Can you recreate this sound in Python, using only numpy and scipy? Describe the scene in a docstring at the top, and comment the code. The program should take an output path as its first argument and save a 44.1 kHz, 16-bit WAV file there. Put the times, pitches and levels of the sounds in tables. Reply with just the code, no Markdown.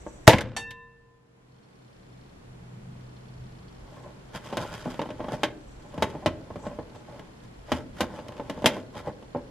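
"""A humming room with faintly singing scissors and a dull snap, then the bang of a glue-filled balloon.
Noise-driven resonances form the burst and the wet slaps; paired, beating sines form the steel bowl that the
blades tap. Then a taut water balloon is handled: stick-slip noise rubs, kicked resonances snap and the blades
slide again. The burst overloads a close camera, whose gain control ducks the room for about two seconds."""
import sys
import numpy as np
from scipy import signal
from scipy.fft import rfft, irfft, next_fast_len
from scipy.io import wavfile
from scipy.ndimage import uniform_filter1d, minimum_filter1d, map_coordinates

SR = 44100
rng = np.random.default_rng(int(sys.argv[2]) if len(sys.argv) > 2 else 0)


def waveform_to_disk(signal):
    """Save audio, clipped to [-1, 1], as 16-bit WAV at the path in sys.argv[1]."""
    frames = np.transpose(np.atleast_2d(signal))
    scaled = np.clip(frames, -1, 1) * 32767
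    samples = np.round(scaled).astype(np.int16)
    wavfile.write(sys.argv[1], SR, samples)


N = 418950
TIME = np.arange(N) / SR
AGE = TIME[:SR // 3]  # time since the start of a short event, s


def amp(db):
    """Level law: decibels to amplitude gain."""
    return 10 ** (np.asarray(db) / 20)


def unit(x):
    """Normalization: x at rms 1."""
    return x / np.sqrt(np.mean(x ** 2) + 1e-20)


def along(points, hz):
    """Logarithmic interpolation of (f/Hz, value) points over frequency."""
    f, v = np.transpose(points)
    return np.interp(np.log(hz + 1), np.log(f + 1), v)


def curves(rows):
    """Linear interpolation in time: one curve for each column after t/s."""
    s, *cols = np.transpose(rows)
    return [np.interp(TIME, s, c) for c in cols]


def wobble(rate):
    """Slow random modulation: a smooth curve through `rate` random knots a second."""
    knots = rng.standard_normal(int(N * rate / SR) + 4)
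    return map_coordinates(knots, [TIME * rate])


def swell(s, half):
    """Gaussian envelope around time s, with standard deviation `half` in seconds."""
    return np.exp(-.5 * np.minimum(((TIME - s) / half) ** 2, 10 ** 2))


def filtered(x, response):
    """Linear filtering: the spectrum of x times a complex response of frequency."""
    n = x.shape[-1]
    m = next_fast_len(n + SR // 5)
    return irfft(rfft(x, m) * response(np.fft.rfftfreq(m, 1 / SR)), m)[..., :n]


def resonance(f, centre, width):
    """Damped oscillator: its response to frequency f, with unit gain at the centre."""
    return 1j * f * width / (centre * centre - f * f + 1j * f * width)


def resonant(x, modes):
    """Modal superposition: x drives parallel resonances of alternating sign."""
    def response(f):
        return sum((-1) ** k * amp(db) * resonance(f, c, w) for k, (c, w, db) in enumerate(modes))
    return filtered(x, response)


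def band(x, lo_hz, hi_hz, order=2):
    """Causal Butterworth band-pass."""
    edges = [lo_hz, min(hi_hz, SR / 2 - 1)]
    return signal.sosfilt(signal.butter(order, edges, 'band', fs=SR, output='sos'), x)


# stereo width of close sounds: (f/Hz, side minus mid level/dB)
NEAR_WIDTH = [(60, -18.5), (150, -14.5), (950, -18.5), (2400, -12.5), (6000, -2.5), (15000, 2.5)]


def diffuse(n, width=NEAR_WIDTH):
    """Interchannel coherence: mid and side noise share the power as the width table sets."""
    def shares(hz):
        spread = amp(along(width, hz))
        return np.array([np.ones_like(hz), spread]) / np.hypot(1, spread)
    mid, side = filtered(rng.standard_normal((2, n)), shares)
    return np.array([mid + side, mid - side])


def add(track, s, sound):
    """Superposition: mix a sound into the track at time s."""
    part = track[:, max(round(s * SR), 0):][:, :sound.shape[-1]]
    part += sound[..., :part.shape[1]]


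def voiced(x, thud_db, crack_db, tone_hz=700):
    """Spectral balance: weigh a blow's bass and treble against its middle, each by its first 20 ms."""
    thud = band(x, 69, 235, order=3)
    body = band(x, tone_hz / 2, tone_hz * 2.3, order=3)
    crack = band(x, 2300, 15000, order=3)
    levels = (thud_db, thud), (0, body), (crack_db, crack)
    return sum(amp(db) * p / np.sqrt(np.mean(p[:, :SR // 50] ** 2)) for db, p in levels)


def tilted(x, db_per_octave, knee_hz=3000):
    """Spectral tilt above a knee."""
    return filtered(x, lambda hz: amp(db_per_octave * np.log2(np.maximum(hz / knee_hz, 1))))


# resonances of the gap between balloon and bowl: (f/Hz, width/Hz, level/dB re the direct sound)
GAP_MODES = [(610, 59, -2.5), (846, 57, 0.5), (1056, 81, 0.5), (1335, 50, -2), (1500, 77, -3),
             (1990, 30, -3), (2350, 45, -3), (2830, 32, -4.5), (3170, 110, -2), (3704, 50, -0.5),
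             (4754, 180, -2.5), (5413, 90, -1), (6300, 120, -2)]


def hollow(x, stretch=1.0):
    """Cavity resonance: x plus the narrow modes of the gap, whose frequencies scale with `stretch`."""
    def response(f):
        return 1 + sum(amp(db) * resonance(f, c * stretch, w) for c, w, db in GAP_MODES)
    return filtered(x, response)


# spectrum of the room at rest: (f/Hz, relative level/dB per Hz)
AIR_SPECTRUM = [(13, -38), (22, -13), (135, -10.5), (233, -10), (275, -10), (489, -13.5), (530, -16.5),
                (1110, -21), (1240, -24), (1460, -24), (10600, -43.5), (12400, -49), (15500, -71)]
# stereo width of the room's hiss: (f/Hz, side minus mid level/dB)
FAR_WIDTH = [(60, -22.5), (150, -7.5), (380, 1.5), (950, 2), (15000, 2.5)]
# resonances of the drone: (f/Hz, width/Hz, relative level/dB)
DRONE_MODES = [(110, 12, -17), (128, 10, -14.5), (172, 34, -15.5), (236, 17, -25)]
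# level of the deep bass: (t/s, level/dB)
RUMBLE_LEVEL = [(0, -52.5), (1, -64), (1.9, -67), (2.3, -57), (3.1, -51.5), (4.2, -56), (4.7, -51),
                (5.7, -53), (7.3, -55), (9.5, -55)]
# reference level of the hum and drone together: (t/s, level/dB)
HUM_LEVEL = [(0, -58), (1.2, -48.5), (2.4, -50), (2.55, -43), (3.4, -44.5), (3.7, -51.5), (9.5, -52.5)]


def background(air_db=-51, hum_hz=125, hum_db=-4, drone_db=-5.5, waver_db=2.5, drift=.7, surge_db=3):
    """Stationary and modulated noise: room hiss, a surging rumble and a wavering low hum."""
    def air_response(hz):
        return amp(along(AIR_SPECTRUM, hz)) * np.hypot(1, amp(along(FAR_WIDTH, hz)))
    air = unit(filtered(diffuse(N, FAR_WIDTH), air_response))
    drone = unit(resonant(rng.standard_normal(N), DRONE_MODES) * amp(surge_db * wobble(5.7)))
    rumble = unit(band(rng.standard_normal(N), 22, 71) * amp(surge_db * wobble(5)))
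    phase = 2 * np.pi * hum_hz * TIME + drift * wobble(6)
    hum = unit(np.sin(phase) * amp(waver_db * wobble(8.1)))
    low = amp(hum_db) * hum + amp(drone_db) * band(drone, 60, 330)
    return amp(air_db) * air + amp(curves(RUMBLE_LEVEL)[0]) * rumble + amp(curves(HUM_LEVEL)[0]) * low


# activity of the focus motor: (t/s, level/dB before the common trim)
FOCUS_LEVEL = [(1.45, -110), (1.5, -68.5), (2.27, -68), (2.35, -77), (2.88, -76.5), (2.96, -69), (3.7, -67),
               (4.2, -72), (9.5, -70)]
# resonances of the lens barrel: (f/Hz, width/Hz, relative level/dB)
BARREL_MODES = [(3100, 280, -4.5), (3530, 120, -3), (4230, 220, -1.5), (5550, 400, -7)]


def lens(level_db=-1, whine_hz=7220, whine_db=-80):
    """Pulsed excitation: a focus motor ticks in the lens barrel in two busier spells, over a thin whine."""
    frame_hz, uneven_db, t60 = 29.97, 2, .055
    tick_age = ((TIME * frame_hz + 0.41 * wobble(frame_hz / 2)) % 1) / frame_hz  # s, about one a frame
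    ticks = amp(-60 * tick_age / t60 + uneven_db * np.clip(wobble(frame_hz), -1, 1))
    whine = unit(resonant(diffuse(N), [(whine_hz, 80, 0)]))
    motor = unit(band(resonant(diffuse(N) * ticks, BARREL_MODES), 2600, 6200))
    return amp(level_db + curves(FOCUS_LEVEL)[0]) * motor + amp(whine_db) * whine


# the blades sliding on each other: (middle t/s, Gaussian half length/s, level/dB)
BLADE_SLIDES = [(0.158, 0.36, -62), (3.993, 0.061, -71), (5.772, 0.14, -67), (6.642, 0.03, -58.5),
                (6.978, .03, -71.5)]
# resonances of the blades: (f/Hz, width/Hz, relative level/dB)
BLADE_MODES = [(5950, 90, -5.5), (6940, 80, -5), (7700, 120, -4.5), (8420, 91, -10)]


def scissors():
    """Friction-driven resonance: the sliding edges make the blades sing faintly."""
    pressure = sum(amp(db) * swell(s, half) for s, half, db in BLADE_SLIDES)
    return pressure * unit(resonant(diffuse(N) * amp(3 * wobble(65)), BLADE_MODES))


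# resonances of the balloon over the bowl: (f/Hz, width/Hz, relative level/dB)
BALLOON_MODES = [(136, 140, 2.5), (312.1, 140, 4.5), (567, 110, 1), (954, 220, -5), (1560, 190, -6.5),
                 (1940, 570, -8), (2970, 380, -9), (3480, 660, -13.5), (6950, 5200, -26.5),
                 (11000, 2000, -27.5)]
# overtones of the taut skin before tension scatter: (f/Hz, relative level/dB)
SKIN_OVERTONES = [(1090, -1), (1300, -0.5), (1430, -1.5), (1570, -0.5), (1818, -1), (2095, -5),
                  (2460, -5.5), (2920, -7)]
HARD_DB, DB_PER_DOUBLE_LIFE = -22, 30  # level of a hard snap; dB that double the flutter's life
DULL_HZ = 469.4  # the dullest snaps sound no lower than this
TONE_HZ, TONE_OCT_PER_DB = 770, 0.15  # upper tone at crack 0 dB; a duller snap sounds lower


def snap(db, crack_db, thud_db, note_hz, release_db=14, flutter_t60=.08, wobble_db=-15, wobble_t60=0.12,
         note_db=-3, note_t60=0.076, undertone_db=-9, ring_db=-15, ring_t60=0.11):
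    """Stick-slip release: one rounded kick; the skin flutters, rings with its tension, wobbles on water."""
    n = len(AGE)
    kick_db, rise_s, kick_cycles = 13, .0006, .13
    tone_hz = np.hypot(DULL_HZ, TONE_HZ * 2 ** (TONE_OCT_PER_DB * crack_db))
    life = 2 ** ((db - HARD_DB) / DB_PER_DOUBLE_LIFE)  # softer snaps flutter for less time
    onset = 1 - np.exp(-AGE / rise_s)
    slip = diffuse(n) * amp(-60 * AGE / (flutter_t60 * life)) * onset
    slip[:, round(rise_s * SR)] += amp(release_db)
    slip += band(diffuse(n), 220, 1100, order=1) * amp(wobble_db - 60 * AGE / wobble_t60)
    stretch = 1 + .035 * rng.standard_normal()
    flutter = voiced(hollow(resonant(slip, BALLOON_MODES), stretch), thud_db, crack_db, tone_hz)
    phase = 2 * np.pi * note_hz * AGE
    undertone = amp(undertone_db + thud_db) * np.sin(phase / 2)
    note = (np.sin(phase) + undertone) * amp(note_db - 60 * AGE / note_t60)
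    ring = sum(amp(level + rng.normal(0, 2)) * np.sin(2 * np.pi * (hz * stretch * AGE + rng.random()))
               for hz, level in SKIN_OVERTONES)
    ring = ring * amp(ring_db + crack_db / 4 - 60 * AGE / ring_t60) * onset
    pulse = np.exp(-.5 * ((AGE - rise_s) * tone_hz / kick_cycles) ** 2)
    kick = band(pulse, tone_hz / 2, 6 * tone_hz)
    return amp(db) * (flutter + note + ring + amp(kick_db) * kick / np.abs(kick).max())


# fingers and blades slipping off the rubber: (t/s, level/dB before the common trim,
# crack/dB and thud/dB re the body, note f/Hz, treble tilt/dB per octave)
SNAP_EVENTS = [(.065, -37, -30, -18, 890, -9), (4.527, -32, -13.5, -4, 893, -3.5),
               (4.57, -29.5, -5.5, -11, 1027, 2), (4.858, -33.5, -25, 3, 600, -6),
               (4.878, -36.5, -29, -2, 404, -5), (4.942, -42, -9, -12, 1040, -3),
               (4.993, -28.5, -13, -6, 903, -5), (5.016, -32, -9.5, -8, 1034, -2),
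               (5.057, -39.5, -14, -4, 624, -3), (5.09, -39.5, -13.5, -5, 616, -4),
               (5.104, -39.5, -7.5, -7, 603, -2.5), (5.196, -38.5, -30, -10, 690, -4),
               (5.204, -33.5, -19.5, -7, 655, -7), (5.243, -40.5, -14, 1, 607, -4),
               (5.284, -34, -14.5, -6, 756, -3), (5.321, -35, -20, -4, 720, -1),
               (5.336, -36.5, -14.5, -5, 836, 2), (5.433, -23, -2, -13.5, 812, -1.5),
               (5.942, -46, -12, 2, 570, 4), (5.978, -36, -13.5, 3, 550, 0),
               (6.023, -22, -6, -8.5, 622, 1.5), (6.151, -37, -27, 2, 542, -4),
               (6.26, -21.5, -7, -4, 602, -1.5), (6.504, -40, -26, -0.5, 470, -4),
               (6.558, -37.5, -18.5, 0, 520, -1), (6.667, -34.5, -17.5, -0.5, 606, -4),
               (6.714, -43, -23, -5, 610, -3), (6.788, -35, -25, -2, 466, -1),
               (7.194, -47, -6, 1.5, 610, 2.5), (7.718, -24.5, -5.5, -1, 562, -1),
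               (8.006, -24.5, -5, -5, 600, 3), (8.031, -32.5, -17, -10, 610, -3),
               (8.189, -40.5, -14, -7, 610, -2), (8.266, -48.5, -19, -5, 560, 0),
               (8.283, -49.5, 0.5, -2.5, 594, 1), (8.291, -44.5, -22, -2, 554, 0),
               (8.397, -33, -21, -12, 893, -3), (8.497, -33, -7, -3.5, 1055, 1),
               (8.577, -39.5, -23.5, -7.5, 555, -3), (8.621, -38, -14, 0, 587, 1),
               (8.643, -23, -14.5, -3, 610, 0), (8.659, -19.5, 0.5, -9, 639, 3),
               (8.767, -36, -22, -5, 555, -2), (9.082, -36, -31, -4, 543, -6),
               (9.225, -49, -12, -2, 560, -2), (9.3486, -31, -31, -5.5, 527, -11),
               (9.3607, -33, -38, -10, 535, -11)]
# how hard the holding hand rubs: (t/s, reference level/dB)
GRIP_LEVEL = [(3.7, -67), (3.95, -48), (4.25, -61), (4.55, -44), (4.8, -50.5), (5.3, -48), (5.48, -43.5),
              (5.6, -73.5), (5.85, -53), (6.08, -39.5), (6.35, -55), (6.7, -46), (6.9, -57), (7.2, -52),
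              (7.55, -69), (8.14, -52), (8.7, -41), (9.0, -76)]


def snaps(level_db=-2, count=12, over_grip_db=-2, creep_crack_db=-8):
    """Stick-slip events: clear snaps, and faint random ones that follow the grip as the fingers creep."""
    out = np.zeros((2, N))
    for s, db, crack_db, thud_db, note_hz, tilt_db in SNAP_EVENTS:
        add(out, s, tilted(snap(db + level_db, crack_db, thud_db, note_hz), tilt_db))
    grip_s, grip_db = np.transpose(GRIP_LEVEL)
    for s in rng.uniform(grip_s[0], TIME[-1], count):
        creep_db = np.interp(s, grip_s, grip_db) + over_grip_db
        add(out, s, snap(creep_db, creep_crack_db, thud_db=-8, note_hz=900))
    return out


# wet clumps landing and, in the last row, a second light tap on the bowl:
# (t/s, reference level/dB, thud/dB and spray/dB re the middle, t60/s,
# treble tilt/dB per octave, starting plop f/Hz, relative plop level/dB)
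SPLAT_EVENTS = [(.270, -27, -14.5, -3, .09, 3, 700, -8), (.291, -7, -9, -2.5, 0.19, 0.5, 910, -1.5),
                (.33, -8, -0.5, -5, 0.042, -7, 2710, -10), (.34, -19, 2.5, -8, .06, -7, 2650, -9),
                (.383, -20.5, -10, -3, 0.026, -0.5, 2100, 10), (.407, -23.5, -7, -2.5, 0.05, 1.5, 1520, 3),
                (.706, -43, 0, 9, 0.057, 1, 2200, -4)]


def glue(landing_s=.327, thump_db=-12, thump_t60=.13, slosh_db=-35, slosh_t60=2.1,
         spray_db=-24, spray_t60=.65, plop_attack_s=.0015, plop_rise=0.97):
    """Impact and bubble resonance: clumps slap and plop, a light tap follows; the bulk thumps and spatters."""
    out = np.zeros((2, N))
    for s, db, thud_db, crack_db, t60, tilt_db, plop_hz, plop_db in SPLAT_EVENTS:
        # the noise changes strength every 40 samples
        clumps = amp(3 * np.repeat(rng.standard_normal(len(AGE)), 40)[:len(AGE)])
        fade = amp(-60 * AGE / t60) * (1 - np.exp(-AGE / plop_attack_s))
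        force = diffuse(len(AGE)) * clumps * fade
        slap = voiced(resonant(force, BALLOON_MODES), thud_db, crack_db, tone_hz=910)
        plop = amp(plop_db + 6) * fade * np.sin(2 * np.pi * plop_hz * AGE * (1 + plop_rise * AGE))
        add(out, s, amp(db) * tilted(slap + plop, tilt_db))
    t = TIME[:SR]
    weight = amp(thump_db - 60 * t / thump_t60) + amp(slosh_db - 60 * t / slosh_t60)
    add(out, landing_s, weight * unit(band(rng.standard_normal(SR), 25, 100)))
    droplets = diffuse(SR) * amp(4 * wobble(500)[:SR])
    spatter = unit(band(band(hollow(droplets), 500, 2000, order=1), 400, 4200))
    add(out, landing_s, amp(spray_db - 60 * t / spray_t60) * spatter)
    return out


# stereo width of the flying skin: (f/Hz, side minus mid level/dB)
SKIN_WIDTH = [(60, -22.5), (500, -14), (1000, -2), (10000, 0)]
# resonances of the bursting skin: (f/Hz, width/Hz, relative level/dB)
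BANG_MODES = [(123, 46, 2.5), (319, 40, 6), (469, 130, 0.5), (645, 41, 7), (865, 43, 0), (1640, 500, -12)]


def burst(s=.277, kick_db=30, t60=0.11, tear_db=-3, tear_t60=0.11):
    """Impulsive pressure release: one violent kick as the skin rips, then the noise of tearing rubber."""
    out, level_db = np.zeros((2, N)), 10
    force = diffuse(len(AGE), SKIN_WIDTH) * amp(-60 * AGE / t60)
    force[:, 0] = amp(kick_db)
    bang = resonant(force, BANG_MODES)
    bang = bang / np.sqrt(np.mean(bang[:, :SR // 100] ** 2))  # rms 1 over the first 10 ms
    tear = unit(band(diffuse(len(AGE)), 900, 4500, order=1)) * amp(-60 * AGE / tear_t60)
    add(out, s, amp(level_db) * bang + amp(tear_db) * tear)
    return out


# modes of the steel bowl: (f/Hz, relative level/dB, t60/s, beat f/Hz, twin strength 0-1, first lull t/s)
BOWL_MODES = [(467, -11, 2.3, 0, 0, 0), (793, -1, .25, 0, 0, 0), (888, -4, .25, 0, 0, 0),
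              (1017, -9, 1.45, 2.95, .85, .075), (1771, 3.5, .92, 6.5, .24, .045),
              (2696, -.5, .68, 7.5, .4, .03), (3677, -9, .55, 8.3, .8, .095),
              (4330, -20, .35, 11, .5, .045), (4544, -6, .22, 14, .3, .045), (5626, -11, .3, 17, .4, .03),
              (6659, -13, .22, 21, .5, .025), (7601, -17, .24, 17, .5, .03), (8166, -18, .23, 25, .5, .02),
              (8969, -20, .18, 19, .5, .03), (10150, -21, .18, 23, .5, .02)]


def bowl(s=.565, ring_db=-24, clang_db=-17, clang_t60=0.14, scrape_db=-19, rough_hz=7500):
    """Modal beating: the blades tap the bowl; most modes are close pairs that cancel at a lull, then beat."""
    out, t = np.zeros((2, N)), TIME[:2 * SR]
    for hz, db, t60, beat_hz, twin, lull in BOWL_MODES:
        phase = 2 * np.pi * hz * t + rng.uniform(0, 2 * np.pi) + 0.29 * rng.standard_normal((2, 1))
        # the blade still buzzes against the high modes
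        phase = phase + (hz / rough_hz) ** 2 * wobble(160)[:len(t)]
        pair = np.sin(phase) - twin * np.sin(phase + 2 * np.pi * beat_hz * (t - lull))
        add(out, s, amp(ring_db + db - 60 * t / t60) * pair)
    # the blade chatters on the steel for a moment
    chatter = diffuse(len(AGE))
    clang = unit(resonant(chatter, [(hz, 90, db / 4) for hz, db, *_ in BOWL_MODES[1:]]))
    scrape = unit(band(band(chatter, 620, 4000, order=1), 300, 11500, order=3))
    add(out, s, amp(-60 * AGE / clang_t60) * (amp(clang_db) * clang + amp(scrape_db) * scrape))
    return out


def patchy(x, depth_db):
    """Time-varying colour: the spectrum of a rub shifts as the patch of contact moves."""
    z = signal.stft(x, nperseg=512)[2]
    field = uniform_filter1d(rng.standard_normal(z.shape[1:]), size=3, axis=0)  # smooth over frequency
    field = uniform_filter1d(field, size=7, axis=1)  # smooth over time
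    return signal.istft(z * amp(depth_db * unit(field)), nperseg=512)[1][:, :N]


def crackle(effort, rate=160, level_db=-5, lo_hz=700, hi_hz=4500):
    """Random impulse train: skin unsticks in scattered tiny ticks that follow the hiss, somewhat fainter."""
    spread_db = 3.5
    ticks = (rng.random(N) < rate / SR) * amp(spread_db * np.clip(rng.standard_normal(N), -2, 2))
    shudder = diffuse(len(AGE)) * amp(-60 * AGE / .008)  # t60 8 ms
    grains = signal.fftconvolve(ticks[None], shudder, axes=1)[:, :N]
    return amp(level_db) * effort * unit(band(hollow(grains), lo_hz, hi_hz))


# strokes of skin over rubber: (middle t/s, Gaussian half length/s, level/dB, hiss level/dB re the stroke)
RUB_STROKES = [(4.063, 0.023, -44.5, -31), (4.361, 0.013, -34.5, -4.5), (4.466, 0.022, -53, 2),
               (4.588, 0.013, -37, -16), (4.626, 0.02, -34.5, -9), (4.741, 0.015, -35.5, -7.5),
               (4.746, 0.21, -52.5, 3.5), (4.913, 0.013, -41.5, -4.5), (5.244, 0.033, -40, -19),
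               (5.333, 0.021, -35.5, -9.5), (5.925, 0.014, -48.5, -15), (6.66, 0.013, -43, -17),
               (6.957, 0.0099, -46.5, -9.5), (7.12, 0.051, -48.5, -14), (7.445, 0.013, -64, 4),
               (7.745, 0.038, -39, -7), (8.015, 0.028, -40.5, -3), (8.162, 0.053, -45.5, -9.5),
               (8.746, 0.041, -39.5, -9), (8.98, 0.026, -41, -7), (9.076, 0.022, -35, -19),
               (9.377, 0.014, -41.5, -32)]
# spectrum of skin on rubber: (f/Hz, relative level/dB per Hz)
HISS_SPECTRUM = [(710, -13), (1200, -2), (1650, -1), (2860, -8), (3320, -5), (4290, -14), (4930, -12.5),
                 (12100, -20.5), (15500, -36)]


def rubbing(body_db=-3.0, thud_db=-5, hiss_db=-14, stroke_thud_db=-4, grain_db=3.0, lurch_db=3.0):
    """Stick-slip friction: skin drags in tiny slips that drum on the balloon and hiss at its surface."""
    grip = amp(curves(GRIP_LEVEL)[0]) * (TIME > GRIP_LEVEL[0][0])
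    thud, body, hiss = grip * amp(thud_db), grip * amp(body_db), grip * amp(hiss_db)
    for s, half, db, bright_db in RUB_STROKES:
        stroke = amp(db) * swell(s, half)
        thud = np.hypot(thud, amp(stroke_thud_db) * stroke)
        body = np.hypot(body, stroke)
        hiss = np.hypot(hiss, amp(bright_db) * stroke)
    slips = amp(grain_db * wobble(450) + lurch_db * wobble(70))
    drum = hollow(resonant(diffuse(N) * slips, BALLOON_MODES))
    fine_db, colour_db = 2.5, 2
    scuff = patchy(diffuse(N) * amp(fine_db * wobble(900) + wobble(40)), colour_db)
    surface = unit(filtered(hollow(scuff), lambda hz: amp(along(HISS_SPECTRUM, hz))))
    low = thud * unit(band(drum, 53.3, 188))
    middle = body * unit(band(drum, 398, 1170))
    return low + middle + hiss * surface + crackle(hiss)


def squeak(s=8.659, hz=3200, level_db=-7, t60=0.021):
    """Frictional oscillation: in the hardest snap the rubber gives a very short, shrill squeak."""
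    out = np.zeros((2, N))
    tone = np.sin(2 * np.pi * hz * AGE + .5 * wobble(650)[:len(AGE)])
    add(out, s, amp(level_db - 60 * AGE / t60) * tone)
    return out


# colour of the reverberation: (f/Hz, level/dB)
REVERB_COLOUR = [(120, 0.5), (350, 3), (700, 1.5), (1400, 1), (2500, -2), (10000, -3)]
# reverberation time: (f/Hz, t60/s)
REVERB_TIME = [(150, 0.9), (450, .66), (1000, 0.2), (1600, .38), (3000, .28), (10000, 0.15)]


def room(x, wet_db=-9.0, delay=0.0044):
    """Reverberation: convolution with decaying noise from a small room, in which the bass lingers longest."""
    hz, t, z = signal.stft(diffuse(SR), SR, nperseg=256)
    colour_db = along(REVERB_COLOUR, hz)[:, None]
    decay_db = -60 * t / along(REVERB_TIME, hz)[:, None]
    tail = signal.istft(z * amp(colour_db + decay_db), SR, nperseg=256)[1]
    # the tail fades in over the delay
    tail = tail * np.clip(TIME[:tail.shape[1]] / delay, 0, 1) / np.sqrt(SR / 20)
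    return amp(wet_db) * signal.fftconvolve(x, tail, axes=1)[:, :N]


def scene():
    """Direct and reverberant fields: the short bang and the bowl stir the room less than the rest."""
    pop = burst() + bowl()
    near = glue() + snaps() + squeak() + rubbing() + scissors()
    return pop + near + room(near + amp(-15.5) * pop) + background() + lens()


def smoothed(x, seconds):
    """Exponential averaging: a one-pole running mean."""
    step = 1 / (seconds * SR)
    return signal.lfilter([step], [1, step - 1], x)


def gain_control(x, hold=0.92, release=0.56):
    """Dynamic compression: an overload turns the gain down; it is held, then creeps back."""
    depth_db, attack = 13, .008
    level = smoothed(np.abs(x).mean(axis=0), .004)
    overload = np.clip((level - .6) / .3, 0, 1)
    count = int(hold * SR) // 2
    # running maximum over the past `hold` seconds
    held = -minimum_filter1d(-overload, 2 * count + 1, origin=count, mode='constant')
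    # exponential release from every held peak
    cut = np.maximum.accumulate(held * np.exp(TIME / release)) * np.exp(-TIME / release)
    return x * amp(-depth_db * smoothed(cut, attack))


TOP_HZ, EDGE_ORDER = 15600, 70  # the camera's band limit and its steepness


def record(dry):
    """Nonlinear and band-limited transduction: gain control, full-scale clipping and a steep treble edge."""
    clipped = np.clip(gain_control(dry), -1, 1)
    return filtered(clipped, lambda hz: 1 / np.hypot(1, (hz / TOP_HZ) ** EDGE_ORDER))


dry = scene()
out = record(dry)
waveform_to_disk(out)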